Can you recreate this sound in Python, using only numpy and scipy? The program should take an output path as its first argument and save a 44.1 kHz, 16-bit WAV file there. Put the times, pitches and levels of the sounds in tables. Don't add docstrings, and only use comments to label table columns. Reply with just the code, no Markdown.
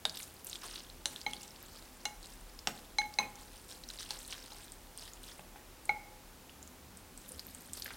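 import sys
import numpy as np
from scipy import signal
from scipy.fft import rfft, irfft
from scipy.io import wavfile

SR = 44100
rng = np.random.default_rng(int(sys.argv[2]) if len(sys.argv) > 2 else 0)


def transcribe(signal):
    frames = np.atleast_2d(signal).T
    limited = np.clip(frames, -1, 1)
    pcm = np.round(limited * 32767).astype(np.int16)
    wavfile.write(sys.argv[1], SR, pcm)


N = 351036
TIME = np.arange(N) / SR
RIM_HZ = [838, 2184, 4056, 6272]


def noodles(clump_db=3.5, threads_re_fizz_db=-14.5):
    # t/s, length/s, squelch/dB, slop/dB re squelch, fizz/dB re squelch
    strokes = [(0.143, 0.03, -54, -13, -2), (0.197, 0.041, -55.5, -11.5, 2), (0.475, 0.083, -57, -7, 1),
               (0.633, 0.025, -53.5, 0, 0.5), (0.691, 0.1, -52, -8.5, -7.5), (1.116, 0.093, -60, -2, 1),
               (1.302, 0.03, -52, -22, -7.5), (1.412, 0.082, -60, -19, 0), (1.551, 0.3, -65.5, -1, -0.5),
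               (2.227, 0.12, -60.5, -21, -0.5), (2.763, 0.019, -58.5, -6.5, -1.5),
               (3.394, 0.035, -61, -2.5, 1.5), (3.536, 0.017, -61, -8.5, 0.5), (3.701, 0.02, -57.5, -7, 4),
               (3.896, 0.044, -56.5, -4.5, 1.5), (4.0, 0.026, -50, -9, -5), (4.102, 0.03, -50, -5, -2.5),
               (4.198, 0.075, -58, -10.5, 2.5), (4.317, 0.018, -49.5, -4, -2),
               (4.429, 0.21, -58.5, -6.5, -3), (4.98, 0.1, -57, -6, -1.5), (5.229, 0.086, -57, -8, -1),
               (7.19, 0.68, -66, -3.5, 3), (7.753, 0.042, -58, -3, 3), (7.863, 0.069, -55, -1, -2.5)]
    stirring = (0.071, 5.3, -72, -3.5, 2.5)
    # t/s, length/s, boost/dB
    crackly_spans = [(0.084, 0.38, 13), (7.27, 0.61, 15.5)]
    # f/Hz, density/dB
    slop_eq = [(300, 2.5), (600, -1), (900, -2.5), (1600, 2.5), (2300, -2), (3200, -1)]
    squelch_eq = [(1900, -33), (2700, -6), (3700, -1), (5200, -0.5), (6500, -7.5), (8500, -45)]
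    fizz_eq = [(5500, -7), (7400, 2), (9300, 4), (11000, -7), (14000, -6), (16000, -18)]
    thread_eq = [(5000, -11), (8000, -4), (10500, 4), (12500, 16), (14500, 8), (16000, -7)]
    power = 1e-12
    for start_s, length_s, db, slop_re_db, fizz_re_db in strokes + [stirring]:
        gains = from_db([db + slop_re_db, db, db + fizz_re_db])
        power = power + np.outer(gains ** 2, push(start_s, length_s) ** 2)
    slop_db, squelch_db, fizz_db = 10 * np.log10(power)
    crackle_boost_db = sum(db * push(start_s, length_s) for start_s, length_s, db in crackly_spans)
    threads_db = fizz_db + threads_re_fizz_db + crackle_boost_db
    clumps = from_db(clump_db * drift(120))
    slop = bubbles(slop_eq, slop_db, clumps, per_s=2200, spread_db=4.5, q=1.64, hiss=0.25)
    squelch = bubbles(squelch_eq, squelch_db, clumps, per_s=1200, spread_db=3.5, q=4.5, hiss=0.31)
    fizz = bubbles(fizz_eq, fizz_db, clumps, per_s=1400, spread_db=5.5, q=4.1, hiss=0.48)
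    threads = bubbles(thread_eq, threads_db, clumps, per_s=220, spread_db=8.5, q=2.5, hiss=0.13)
    return slop + squelch + fizz + threads


def push(start_s, length_s, attack_s=0.042, settle_t60_s=0.35):
    rise = np.clip((TIME - start_s) / attack_s + 1, 0, 1)
    return rise ** 2 * decay(np.clip(TIME - start_s - length_s, 0, 2), settle_t60_s)


def bubbles(spectrum, level_db, clumps, per_s, spread_db, q, hiss, bands=18):
    effort = from_db(level_db - level_db.max())
    sizes = from_db(spread_db * np.minimum(rng.exponential(1, N), 3.0)) * rng.choice([-1, 1], N)
    bursts = rng.random(N) < per_s * effort * clumps / SR
    clicks = sizes * bursts / np.sqrt(effort)
    band = rng.integers(0, bands, N)
    bands_hz = np.geomspace(spectrum[0][0], spectrum[-1][0], bands)
    ringing = sum(double_resonance(clicks * (band == k), hz, hz / q) for k, hz in enumerate(bands_hz))
    sliding = rng.standard_normal(N) * np.sqrt(clumps)
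    wet = unit_rms(coloured(ringing, spectrum)) + hiss * unit_rms(coloured(sliding, spectrum))
    return from_db(level_db) * unit_rms(wet)


def pops(crack=0.98, ring_cycles=10.6, rise=0.02, spray_t60_s=0.03, trail_t60_s=0.079):
    # t/s, peak/dB, f/Hz
    bursts = [(0.0952, -27, 4800), (0.15, -37, 3770), (0.1715, -32.5, 3630), (0.2298, -31, 7140),
              (0.4453, -30.5, 12500), (0.4683, -28.5, 8350), (0.497, -29.5, 7300), (0.5297, -30, 3800),
              (0.5553, -32.5, 3380), (0.7577, -32, 3800), (0.899, -38.5, 4250), (1.1606, -30, 3760),
              (1.2141, -33, 4880), (1.431, -35.5, 7500), (2.59, -34.5, 5100), (3.139, -36, 4940),
              (3.3552, -40, 6200), (3.713, -37, 3920), (3.8367, -35, 4200), (3.8881, -31.5, 5710),
              (3.9015, -32.5, 3940), (3.9873, -34.5, 3860), (4.0292, -29.5, 4560), (4.1064, -22.5, 4440),
              (4.189, -33.5, 7400), (4.278, -34, 9170), (4.3251, -35, 2830), (4.72, -34, 8440),
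              (4.9751, -31.5, 8800), (5.134, -36.5, 7000), (5.8544, -35, 8560), (6.4941, -44, 2870),
              (6.6275, -36, 7140), (6.675, -39.5, 7060), (6.9715, -37, 8440), (7.1758, -35, 8100),
              (7.2898, -32, 10200), (7.319, -32, 8800), (7.3938, -29, 4750), (7.548, -32, 8240),
              (7.7332, -26, 8000), (7.8213, -27.5, 4600), (7.8446, -28, 12200)]
    out, t = np.zeros(N), TIME[:SR // 25]
    for start_s, peak_db, hz in bursts:
        t60_s = ring_cycles / hz + 0.00054
        glide = 1 + rise * (np.minimum(t / t60_s, 1) - 0.3)
        pocket = np.sin(2 * np.pi * hz * np.cumsum(glide) / SR) * t * decay(t, t60_s)
        droplets = rng.standard_normal(len(t)) * (decay(t, spray_t60_s) + 0.14 * decay(t, trail_t60_s))
        spatter = double_resonance(droplets, hz, width_hz=0.63 * hz)
        snap = resonance(1.0 * (t == 0), hz, width_hz=hz)
        pop = unit_peak(pocket) + 0.5 * unit_peak(spatter) + crack * unit_peak(snap)
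        add(out, start_s + 0.00054, from_db(peak_db) * unit_peak(pop))
    return out


def plops():
    # t/s, peak/dB, f/Hz, t60/s
    lumps = [(0.2, -42, 2000, 0.04), (0.631, -42.5, 1040, 0.16), (4.105, -47, 864, 0.028),
             (4.326, -38.5, 2150, 0.02), (7.308, -49, 446, 0.16), (7.858, -34, 1740, 0.023),
             (7.879, -38, 1670, 0.012), (7.905, -37, 1580, 0.064)]
    out, t = np.zeros(N), TIME[:SR // 8]
    for start_s, peak_db, hz, t60_s in lumps:
        slap = rng.standard_normal(len(t)) * decay(t, t60_s)
        plop = double_resonance(slap, hz, width_hz=0.61 * hz)
        add(out, start_s, from_db(peak_db) * unit_peak(plop))
    return out


def clinks(impact=2.8, tick_t60_s=0.0071, rattle_t60_s=0.044, stick_t60_s=0.038, thud_t60_s=0.18):
    strikes = [ (0.0532, -20.5, 0, 3745, -26, -54, -58, 1.4, -6),
               (0.054, -49, -12, 1535, -27.5, -51, -52, 0.48, -2),
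               (0.055, -52, -0.5, 636, -42, -57, -62, 1.3, -2),
               (1.0571, -20, 4.5, 3150, -24.5, -48.5, -32.5, 0.29, -15),
               (1.264, -41, 0, 3180, -34, -45.5, -29, 0.75, 6),
               (1.3341, -34, 8.5, 3320, -27.5, -58, -65, 0.4, -2),
               (2.0542, -22.5, 2, 2860, -32.5, -51, -35, 1.4, -1.5),
               (2.6726, -18, -0.5, 5480, -25.5, -38.5, -28, 0.37, -7),
               (2.9852, -26.5, 0.5, 9100, -48, -53.5, -25, 2.1, 2),
               (3.017, -35, -4.5, 1740, -34.5, -56, -54, 0.29, 3),
               (3.1868, -25.5, 1.5, 2530, -28.5, -43, -23, 1.07, 0.5),
               (3.198, -49, 0, 1032, -32, -44, -44, 1.2, -8),
               (3.228, -52, -14, 2480, -40, -49.5, -46, 3.8, 14),
               (4.107, -45, -12, 4420, -44, -56.5, -39.5, 0.68, -16),
               (4.52, -42, 0, 2600, -63.5, -64, -44, 0.68, -16),
               (5.3939, -41, -8, 2570, -47, -59, -47, 0.46, -8),
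               (5.5588, -47, -11, 1480, -43, -54, -38.5, 0.29, -8),
               (5.893, -30.5, -5.5, 1430, -33.5, -47, -21, 0.74, 13)]
    # f/Hz, density/dB
    tick_eq = [(200, -18), (470, -14.5), (750, 7.5), (1020, -3.5), (1500, 5.5), (2100, -3), (3100, 7),
               (5500, 2.5), (7500, -3.5), (10000, -7), (16000, -36)]
    thud_eq = [(60, -27), (130, -7.5), (220, -3), (340, -3), (520, -1.5), (760, -4), (1100, -6),
               (2500, -9.5), (6000, -23.5)]
    neutral_db = [-3, -0.5, 6.5, -13.5]
    out, t = np.zeros(N), TIME[:SR]
    octaves = np.log2(np.array(RIM_HZ) / RIM_HZ[0])
    for start_s, tick_db, hardness, stick_hz, stick_db, thud_db, ring_db, sustain, mode2_db in strikes:
        tip_noise, thud_noise = rng.standard_normal((2, len(t)))
        chatter = tip_noise * (0.64 * decay(t, tick_t60_s) + 0.14 * decay(t, rattle_t60_s))
        contact_eq = [(hz, db + hardness * np.log2(hz)) for hz, db in tick_eq]
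        tick = from_db(tick_db) * coloured(impact * (t == 0) + chatter, contact_eq)
        overtone = from_db(stick_db) * np.sin(2 * np.pi * stick_hz * t) * decay(t, stick_t60_s * sustain)
        thud = from_db(thud_db) * coloured(thud_noise * decay(t, thud_t60_s), thud_eq)
        modes_db = ring_db + hardness * octaves + neutral_db
        modes_db[1] += mode2_db
        add(out, start_s, tick + overtone + thud + bowl_ring(t, sustain, modes_db))
    return out


def bowl_ring(t, sustain, modes_db, twin_gain=0.42, waver_db=2.5):
    # damped base t60/s, after-ring t60/s, after-ring/dB, twin offset/fraction of f
    damping = [(0.11, 1, -27.5, -0.021), (0.08, 0.88, -37, 0.0176), (0.023, 0.13, -32, 0.016),
               (0.048, 0.11, -5, -0.0059)]
    out = 0
    for hz, (t60_s, after_t60_s, after_db, split), level_db in zip(RIM_HZ, damping, modes_db):
        phase = 2 * np.pi * hz * t
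        mode = np.sin(phase) * decay(t, t60_s * sustain)
        twin = twin_gain * np.sin(phase * (1 + split)) * decay(t, 0.76 * t60_s * sustain)
        after = from_db(after_db) * np.sin(phase) * decay(t, after_t60_s)
        waver = from_db(waver_db * drift(102.5)[:len(t)] * (1 - decay(t, 0.066)))
        out = out + from_db(level_db) * (mode + twin + after) * waver / (1 + twin_gain)
    return out * (1 - decay(t, 0.0075))


def kitchen(x, side_gain=0.01, predelay_s=0.003):
    # f/Hz, level/dB
    tail_eq = [(100, 12.5), (800, -6.5), (2500, -2.5), (6000, -6), (10000, 9), (16000, -1.5)]
    # f/Hz, t60/s
    tail_t60 = [(100, 0.46), (800, 0.73), (3000, 0.23), (8000, 0.33), (16000, 0.24)]
    t, edges_hz = TIME[:SR // 2], np.geomspace(90, 17000, 9)
    tail = 0
    for low_hz, high_hz in zip(edges_hz, edges_hz[1:]):
        bandpass = signal.butter(2, [low_hz, high_hz], "band", fs=SR, output="sos")
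        band = signal.sosfilt(bandpass, rng.standard_normal((2, len(t))))
        hz = np.sqrt(low_hz * high_hz)
        tail = tail + band * from_db(at_hz(tail_eq, hz)) * decay(t, at_hz(tail_t60, hz))
    tail = tail * (1 - decay(np.maximum(t - predelay_s, 0), 0.0067))
    mid, side = signal.fftconvolve(x[None], tail / np.linalg.norm(tail[0]), axes=1)[:, :N]
    return stereo(mid, side_gain * side)


def standing_waves(x):
    # f/Hz, width/Hz, gain/dB
    room_modes = [(183.8, 12, -7.5), (255.4, 8.7, 1), (361, 17, -6.5), (514, 7.5, 2.5)]
    return sum(from_db(db) * resonance(x, hz, width_hz) for hz, width_hz, db in room_modes)


def soft_hiss(level_db=-56.5, side_db=-15.5):
    # f/Hz, density/dB
    hiss_eq = [(41, -31.5), (70, 0.5), (123, -7), (261, -7), (366, -8), (577, -11.5), (829, -9.5),
               (1060, -12.5), (1710, -15.5), (2150, -16.5), (3230, -18), (4050, -18.5), (9810, -21),
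               (14800, -22.5)]
    # f/Hz, gain/dB
    side_tilt = [(100, 3.5), (2000, -4), (5000, 0), (12000, 5.5)]
    side_eq = [(hz, db + at_hz(side_tilt, hz)) for hz, db in hiss_eq]
    mid = unit_rms(coloured(rng.standard_normal(N), hiss_eq))
    side = unit_rms(coloured(rng.standard_normal(N), side_eq))
    return from_db(level_db) * stereo(mid, from_db(side_db) * side)


def drones(rumble_hz=36.2, hum_hz=72.2, upper_hz=190, upper_db=-2, side_db=-24):
    # t/s, rumble/dB, hum/dB
    levels = [(0, -66.5, -62), (0.55, -63, -76), (0.7, -61, -73.5), (1.5, -65, -67), (1.7, -59, -74),
              (6.3, -60.5, -83), (6.5, -65, -66.5), (7.2, -65, -63), (7.96, -65, -65)]
    times_s, *curves_db = np.transpose(levels)
    rumble_gain, hum_gain = [from_db(np.interp(TIME, times_s, db)) for db in curves_db]
    noise = rng.standard_normal((2, N))
    rumble, side = unit_rms(resonance(resonance(noise, rumble_hz, 23), rumble_hz, 9.9))
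    hum = unit_rms(resonance(resonance(rng.standard_normal(N), hum_hz, 22), hum_hz, 30))
    upper = from_db(upper_db) * unit_rms(double_resonance(rng.standard_normal(N), upper_hz, 153))
    return rumble_gain * stereo(rumble, from_db(side_db) * side) + hum_gain * (hum + upper)


def from_db(db):
    return 10 ** (np.asarray(db) / 20)


def unit_rms(x):
    return x / np.sqrt(np.mean(x ** 2) + 1e-20)


def unit_peak(x):
    return x / abs(x).max()


def stereo(mid, side):
    return np.array([mid + side, mid - side])


def decay(t, t60_s):
    return np.exp(-np.log(1000) * t / t60_s)


def add(out, start_s, sound):
    at = max(round(start_s * SR), 0)
    out[at:at + len(sound)] += sound[:max(N - at, 0)]


def at_hz(points, hz):
    knots_hz, values = np.transpose(points)
    return np.interp(np.log(np.maximum(hz, 1)), np.log(knots_hz), values)


def coloured(x, spectrum, size=8192):
    gain = from_db(at_hz(spectrum, np.fft.rfftfreq(size, 1 / SR)))
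    cepstrum = irfft(np.log(gain))
    cepstrum[1:size // 2] *= 2
    cepstrum[size // 2 + 1:] = 0
    response = irfft(np.exp(rfft(cepstrum)))
    return signal.fftconvolve(x, response / np.linalg.norm(response))[:len(x)]


def resonance(x, hz, width_hz):
    r = np.exp(-np.pi * width_hz / SR)
    feedback = [1, -2 * r * np.cos(2 * np.pi * hz / SR), r * r]
    return signal.lfilter(np.array([1, 0, -1]) * (1 - r * r) / 2, feedback, x + 1e-18)


def double_resonance(x, hz, width_hz):
    return resonance(resonance(x, hz, width_hz), hz, width_hz)


def drift(rate_hz):
    knots = rng.standard_normal(int(rate_hz * N / SR) + 2)
    return unit_rms(np.interp(TIME * rate_hz, np.arange(len(knots)), knots))


def scene(wet_send_db=-10.5, knock_send_db=-7.5):
    wet, knocks = noodles() + pops() + plops(), clinks()
    reflections = kitchen(from_db(wet_send_db) * wet + from_db(knock_send_db) * knocks)
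    mix = wet + knocks + reflections + soft_hiss() + drones()
    return mix + standing_waves(mix)


def record(dry, cutoff_hz=16000):
    return signal.sosfilt(signal.ellip(10, 0.1, 80, cutoff_hz, fs=SR, output="sos"), dry)


dry = scene()
out = record(dry)
transcribe(out)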